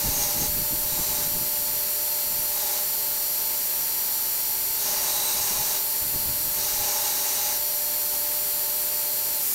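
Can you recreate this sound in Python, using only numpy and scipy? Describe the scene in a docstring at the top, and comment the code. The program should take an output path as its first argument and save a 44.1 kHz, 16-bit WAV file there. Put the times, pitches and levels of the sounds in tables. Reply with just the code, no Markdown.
"""A belt grinder, close up: forged steel is pressed to the belt in short passes. Grit strikes make it rasp
and ring, its edge sometimes squeals, the platen drones and the belt slows a little. Underneath, the motor
hums, the stand sings, the wheel bearings whine and hiss, and air rushes. Draught buffets the microphone
now and then. At the very end the motor is cut and the wheels begin to run down."""
import sys
import numpy as np
from scipy import signal
from scipy.fft import rfft, irfft, next_fast_len
from scipy.io import wavfile
from scipy.ndimage import uniform_filter1d, map_coordinates

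SR = 44100
rng = np.random.default_rng(int(sys.argv[2]) if len(sys.argv) > 2 else 0)


def int16_out(signal):
    """Quantize to a 16-bit WAV file."""
    q = np.round(np.clip(np.atleast_2d(signal).T, -1, 1) * 32767)
    wavfile.write(sys.argv[1], SR, q.astype(np.int16))


N = 420713
T = np.arange(N) / SR


def undb(db):
    """Decibels to gain."""
    return 10 ** (np.asarray(db) / 20)


def unit(x):
    """Scale to rms 1."""
    return x / np.sqrt(np.mean(x ** 2))


def noise():
    """White noise, rms 1."""
    return rng.standard_normal(N)


def walk(per_s):
    """Smooth random wander, rms 1."""
    points = rng.standard_normal(8192)
    hold = 32  # samples
    position = np.arange(N // hold + 1) * hold / SR * per_s
    return unit(map_coordinates(points, [position], order=3, mode="wrap")).repeat(hold)[:N]


def envelope(start, end, rise_s, fall_s):
    """Trapezoid: rises from start, falls from end."""
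    return np.clip((T - start) / rise_s, 0, 1) * np.clip(1 - (T - end) / fall_s, 0, 1)


def colour(x, outline):
    """Filter by an outline of f/Hz, level/dB; rms 1."""
    hz, db = np.transpose(outline)
    size = next_fast_len(N, True)
    f = np.maximum(np.arange(size // 2 + 1) * SR / size, 1)
    gain = undb(np.interp(np.log(f), np.log(hz), db))
    return unit(irfft(rfft(x, size) * gain, size)[:N])


def ring(x, hz, width_hz):
    """One resonance, gain 1 at its centre."""
    return signal.lfilter(*signal.iirpeak(hz, hz / width_hz, fs=SR), x)


def gripped_modes(drive, modes, grip_db=.8):
    """Steep two-stage resonances, each damped by the shifting grip; rms 1."""
    out = 0
    for hz, width_hz, db in modes:
        stage_hz = 1.5 * width_hz
        mode = ring(ring(drive, hz, stage_hz), hz, stage_hz)
        out = out + undb(db + grip_db * walk(7)) * mode
    return unit(out)


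# air rush spectrum: f/Hz, level/dB
RUSH_SPECTRUM = [(25, 3), (100, -1), (300, -0.5), (520, -0.5), (900, -3), (1400, -0.5), (1750, 0.5),
                 (3300, 0.5), (8000, -1.5), (16000, -50)]

def air_rush(level_db=-39):
    """Belt and fan move air steadily."""
    return undb(level_db) * colour(noise(), RUSH_SPECTRUM)


# gusts: start t/s, end t/s, relative level/dB
GUSTS = [(0, 0.116, -31), (.16, 0.312, -41.5), (0.33, 0.453, -32), (.53, 0.568, -34), (.69, .73, -35),
         (0.818, 1.002, -39), (1.073, 1.225, -39), (1.29, 1.374, -36), (1.48, 1.818, -49.5),
         (2.24, 2.45, -48), (4.602, 5.297, -55), (5.327, 5.6, -44), (5.98, 6.45, -43.5),
         (6.547, 6.829, -46.5)]
# eddy spectrum: f/Hz, level/dB
EDDY_SPECTRUM = [(15, 3), (50, 2), (110, 1), (200, -2.5), (370, -8), (600, -19.5), (1300, -23), (4000, -80)]

def draught(gain_db=-1, unrest_db=1.2, eddy_db=3):
    """Eddies in each gust thump the microphone."""
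    gusts = sum(undb(db) * envelope(start, end, rise_s=.04, fall_s=.14) for start, end, db in GUSTS)
    gusts = gusts * undb(gain_db + unrest_db * walk(20))
    return gusts * colour(noise() * undb(eddy_db * walk(45)), EDDY_SPECTRUM)


def stand(force, hz=400, idle_db=-56, load_db=6, unrest=.15):
    """The stand sings one low note, louder under load."""
    phase = 2 * np.pi * hz * T
    note = (1 + unrest * walk(8.3)) * np.sin(phase) + unrest * walk(16) * np.cos(phase)
    return undb(idle_db + load_db * force) * unit(note)


def belt_speed(force, sag=.003, flutter=.000449, off_s=9.385, decay_per_s=.8):
    """Fraction of full speed: sags under load, flutters, decays once the motor is cut."""
    load = uniform_filter1d(force, SR // 8)
    coast_s = uniform_filter1d(np.maximum(T - off_s, 0), SR // 20, mode="nearest")
    return (1 - sag * load + flutter * walk(14)) * np.exp(-decay_per_s * coast_s)


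def in_tune(speed, tolerance):
    """1 at full speed, where the machine's tones meet its resonances; towards 0 away from it."""
    return 1 / (1 + ((1 - speed) / tolerance) ** 4)


# lower motor tone: t/s, level/dB
HUM_LEVEL = [(0, -45), (2.6, -47), (3.5, -51), (4.6, -59.5), (5, -51.5), (5.9, -52), (6.6, -48), (7.8, -46),
             (9.4, -46.5)]

def motor(travel_s, speed, lower_hz=593, upper_hz=893.5, upper_db=-49, throb_hz=2.9, sweep_db=-5):
    """Two shaft-locked tones; the upper throbs and, on slowing, sweeps through a platen mode."""
    lower = undb(np.interp(T, *np.transpose(HUM_LEVEL)))
    upper = undb(upper_db) * (1 + .17 * np.cos(2 * np.pi * throb_hz * (T - .029)))
    tones = 0
    for hz, rms in (lower_hz, lower), (upper_hz, upper):
        amplitude = np.sqrt(2) * rms * (1 + .016 * walk(25))
        tones = tones + amplitude * np.sin(2 * np.pi * hz * travel_s)
    mode_hz, width_hz, _ = PLATEN_MODES[1]
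    tuned = in_tune(speed, tolerance=.03)
    return tuned * tones + (1 - tuned) * undb(sweep_db) * ring(tones, mode_hz, width_hz)


# bearing partials at full speed: f/Hz, relative level/dB
BEARING_PARTIALS = [(4064, -58), (4231, -51), (4398, -52), (4570, -52), (4748, -55), (4963, -57),
                    (5588, -53), (5669, -53), (5841, -50), (6761, -56), (7176, -54), (7305, -51),
                    (7736, -56), (7817, -57), (8021, -55), (8737, -53), (9135, -54), (9588, -55),
                    (9706, -50), (10045, -54), (10153, -53), (10621, -55), (10815, -55), (11224, -55),
                    (11380, -50), (11849, -50), (11994, -46), (12209, -51), (12462, -52), (12559, -52),
                    (12608, -50), (12764, -48), (12915, -46), (12968, -49), (13221, -46), (13372, -47),
                    (13636, -48), (13787, -49), (14099, -53), (14244, -50), (14497, -53), (14756, -53),
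                    (14853, -48), (15472, -54)]

def bearings(travel_s, speed, gain_db=4, slip_rad=.7, flicker=.15):
    """Whine tied to wheel speed; ball slip shakes each partial's level and phase, high phases most."""
    top_hz = BEARING_PARTIALS[-1][0]
    whine = 0
    for hz, db in BEARING_PARTIALS:
        slip = slip_rad * hz / top_hz * walk(50)
        phase = 2 * np.pi * hz * travel_s + slip + walk(28)
        whine = whine + undb(db) * (1 + flicker * walk(25)) * np.sin(phase)
    return np.sqrt(2) * undb(gain_db) * in_tune(speed, tolerance=.02) * whine


# wheel and bearing housing modes: f/Hz, width/Hz, level/dB
HOUSING_MODES = [(4750, 700, -14), (5750, 300, -11), (7150, 500, -9), (7900, 400, -13.5), (8600, 400, -12),
                 (9150, 250, -8), (9820, 600, -7.5), (10850, 250, -13), (11400, 240, -5.5),
                 (11950, 420, -3), (12750, 650, -2.5), (13170, 380, -.5), (13650, 220, -5),
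                 (14270, 400, -3), (14900, 260, -4), (15480, 450, -5)]

def housing(drive, bed_db=-17, low_cut_hz=4100):
    """Wheel resonances over a flat bed, weak below the first mode; rms 1."""
    f = np.geomspace(500, SR / 2, 900)
    peaks = sum(undb(db) ** 2 / (1 + ((f - hz) / (.78 * width_hz)) ** 2) ** 2
                for hz, width_hz, db in HOUSING_MODES)
    power = (undb(bed_db) ** 2 + peaks) / (1 + (low_cut_hz / f) ** 12)
    return colour(drive, np.transpose([f, 10 * np.log10(power)]))


def rough_track(turns, size=8192, orders=380, spread_db=2):
    """The same surface roughness rolls by on every turn; rms 1."""
    spectrum = undb(spread_db * rng.standard_normal(orders)) * np.exp(2j * np.pi * rng.random(orders))
    return unit(np.interp(turns % 1, np.arange(size) / size, irfft(spectrum, size)))


def wheels(travel_s, speed, turn_hz=51.13, split_hz=8500, level_db=-28, coast_db=3):
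    """Balls load the creeping track five times a turn: sizzle on top, buzz in belt hiss below."""
    turns = turn_hz * travel_s + .0006 * walk(12)
    buzz = rough_track(turns) * (1 + .16 * np.cos(2 * np.pi * 5 * turns))
    high, low = (signal.butter(2, split_hz, kind, fs=SR, output="sos") for kind in ("high", "low"))
    sizzle = signal.sosfilt(high, buzz)
    buzzing_hiss = signal.sosfilt(low, undb(-2.5) * noise() - undb(-8) * buzz)
    drive = sizzle + buzzing_hiss + undb(-8) * noise()
    coasting = 1 - in_tune(speed, tolerance=.02)
    return undb(level_db + coast_db * coasting) * housing(drive)


def slack_belt(speed, gain_db=-20):
    """The slackening belt scrapes as speed is lost."""
    scrape = unit(ring(noise(), hz=6500, width_hz=900))
    return undb(gain_db) * np.maximum(1 - speed, 0) * scrape


# upper band boost, equal to lower band cut: t/s, level/dB
TILT = [(0, 1.5), (4.2, 0), (5.9, 2), (6.5, 1.5), (7.6, -0.5), (8.5, 3), (9.5, 1)]
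# lower and upper band: f/Hz, width/Hz
TILT_BANDS = [(5750, 450), (9750, 350)]

def tilt(x):
    """The whine's weight shifts slowly between two bands."""
    gain = undb(np.interp(T, *np.transpose(TILT)))
    lower, upper = (ring(x, hz, width_hz) for hz, width_hz in TILT_BANDS)
    return x + (1 / gain - 1) * lower + (gain - 1) * upper


# presses, some overlapping: touch t/s, lift t/s, then relative level/dB of rasp, drone, blade ring
PRESSES = [(-.12, 0.334, -35, -45, -47), (0.08, .24, -31.5, -42.5, -42), (0.291, 0.445, -33, -44, -43),
           (0.814, 1.239, -37.5, -46.5, -44.5), (2.45, 2.793, -38, -45.5, -46),
           (4.721, 5.106, -33, -44, -46), (4.975, 5.328, -35, -43.5, -39), (5.22, 5.761, -34, -44, -43),
           (6.482, 7.535, -34, -47.5, -44), (6.662, 7.081, -33, -43, -46), (8.029, 8.138, -39.5, -45, -50)]

def contact(rise_s=.16, fall_s=.0691, unrest_db=.5):
    """Rasp, drone and blade gains: the hand builds pressure, holds unsteadily, lifts off."""
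    gains = np.zeros((3, N))
    for touch, lift, *levels_db in PRESSES:
        press = envelope(touch, lift, rise_s, fall_s)
        gains = np.maximum(gains, undb(levels_db)[:, None] * press)
    return gains * undb(unrest_db * walk(9))


# modes of the platen behind the belt: f/Hz, width/Hz, level/dB
PLATEN_MODES = [(605, 64, -7.5), (838, 38.5, 0.5), (878, 63, -4.5), (1000, 92, -7)]

def platen(drone, gain_db=3, idle_db=-51):
    """The belt rubs the platen: lightly when free, droning when pressed."""
    return np.hypot(undb(gain_db) * drone, undb(idle_db)) * gripped_modes(noise(), PLATEN_MODES)


# edge catches: start t/s, end t/s, f/Hz, level/dB
CATCHES = [(.11, 0.237, 6500, -35.5), (0.355, .46, 6430, -37.5), (0.918, 1.24, 7320, -41)]

def squeals(rough_db=2.5, waver_rad=.68, per_s=90):
    """The edge sticks and slips at one resonance: a thin, unsteady tone."""
    out = 0
    for start, end, hz, db in CATCHES:
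        rms = undb(db + rough_db * walk(per_s)) * envelope(start, end, rise_s=.048, fall_s=.041)
        out = out + rms * np.sin(2 * np.pi * hz * T + waver_rad * walk(per_s))
    return np.sqrt(2) * out


# scratch spectrum: f/Hz, level/dB
GRIT_SPECTRUM = [(80, -13), (250, -4.5), (600, -3.5), (1200, -2.5), (2300, -0.5), (3300, -8), (4200, -0.5),
                 (7000, 3.5), (10000, -2.5), (16000, -19)]

def grit(rasp, gain_db=-1, chatter_db=.8):
    """Grit scratches the steel: broad, chattering noise."""
    scratch = noise() * undb(chatter_db * walk(200))
    return undb(gain_db) * rasp * colour(scratch, GRIT_SPECTRUM)


# modes of the steel against the belt: f/Hz, width/Hz, level/dB
STEEL_MODES = [(2840, 116, -11), (5030, 770, -10), (5664, 310, -2.5), (6010, 270, -3.5), (6376, 80, -2),
               (6570, 170, -4), (7530, 160, -18), (9330, 380, -9)]
# free modes of the blade, bearing hard: f/Hz, width/Hz, level/dB
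BLADE_MODES = [(3923, 226, -2), (8360, 154, 0.5)]

def steel(rasp, blade, blade_db=5, grain_db=2.5, chatter_db=.8):
    """Dense, uneven grit strikes ring the steel piece."""
    strikes = noise() * undb(grain_db * rng.exponential(size=N).clip(0, 5))
    strikes = strikes * undb(chatter_db * walk(130))
    pressed = rasp * gripped_modes(strikes, STEEL_MODES)
    free = undb(blade_db) * blade * gripped_modes(strikes, BLADE_MODES)
    return pressed + free


def scene(damping_db=-1):
    """One microphone, two equal channels; the pressed steel damps the wheels a little."""
    rasp, drone, blade = contact()
    force = rasp / rasp.max()
    speed = belt_speed(force)
    travel_s = np.cumsum(speed) / SR  # equivalent time at full speed
    rolling = tilt(bearings(travel_s, speed) + wheels(travel_s, speed) + slack_belt(speed))
    machine = motor(travel_s, speed) + stand(force) + undb(damping_db * force) * rolling
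    grinding = steel(rasp, blade) + grit(rasp) + platen(drone) + squeals()
    mix = machine + grinding + draught() + air_rush()
    return np.array([mix, mix])


def record(dry, ceiling=.26, gain_db=.71, top_hz=15750):
    """Soft peak limiting, then a steep low-pass."""
    rounded = ceiling * np.tanh(undb(gain_db) * dry / ceiling)
    return signal.sosfilt(signal.ellip(12, .1, 90, top_hz, fs=SR, output="sos"), rounded)


dry = scene()
out = record(dry)
int16_out(out)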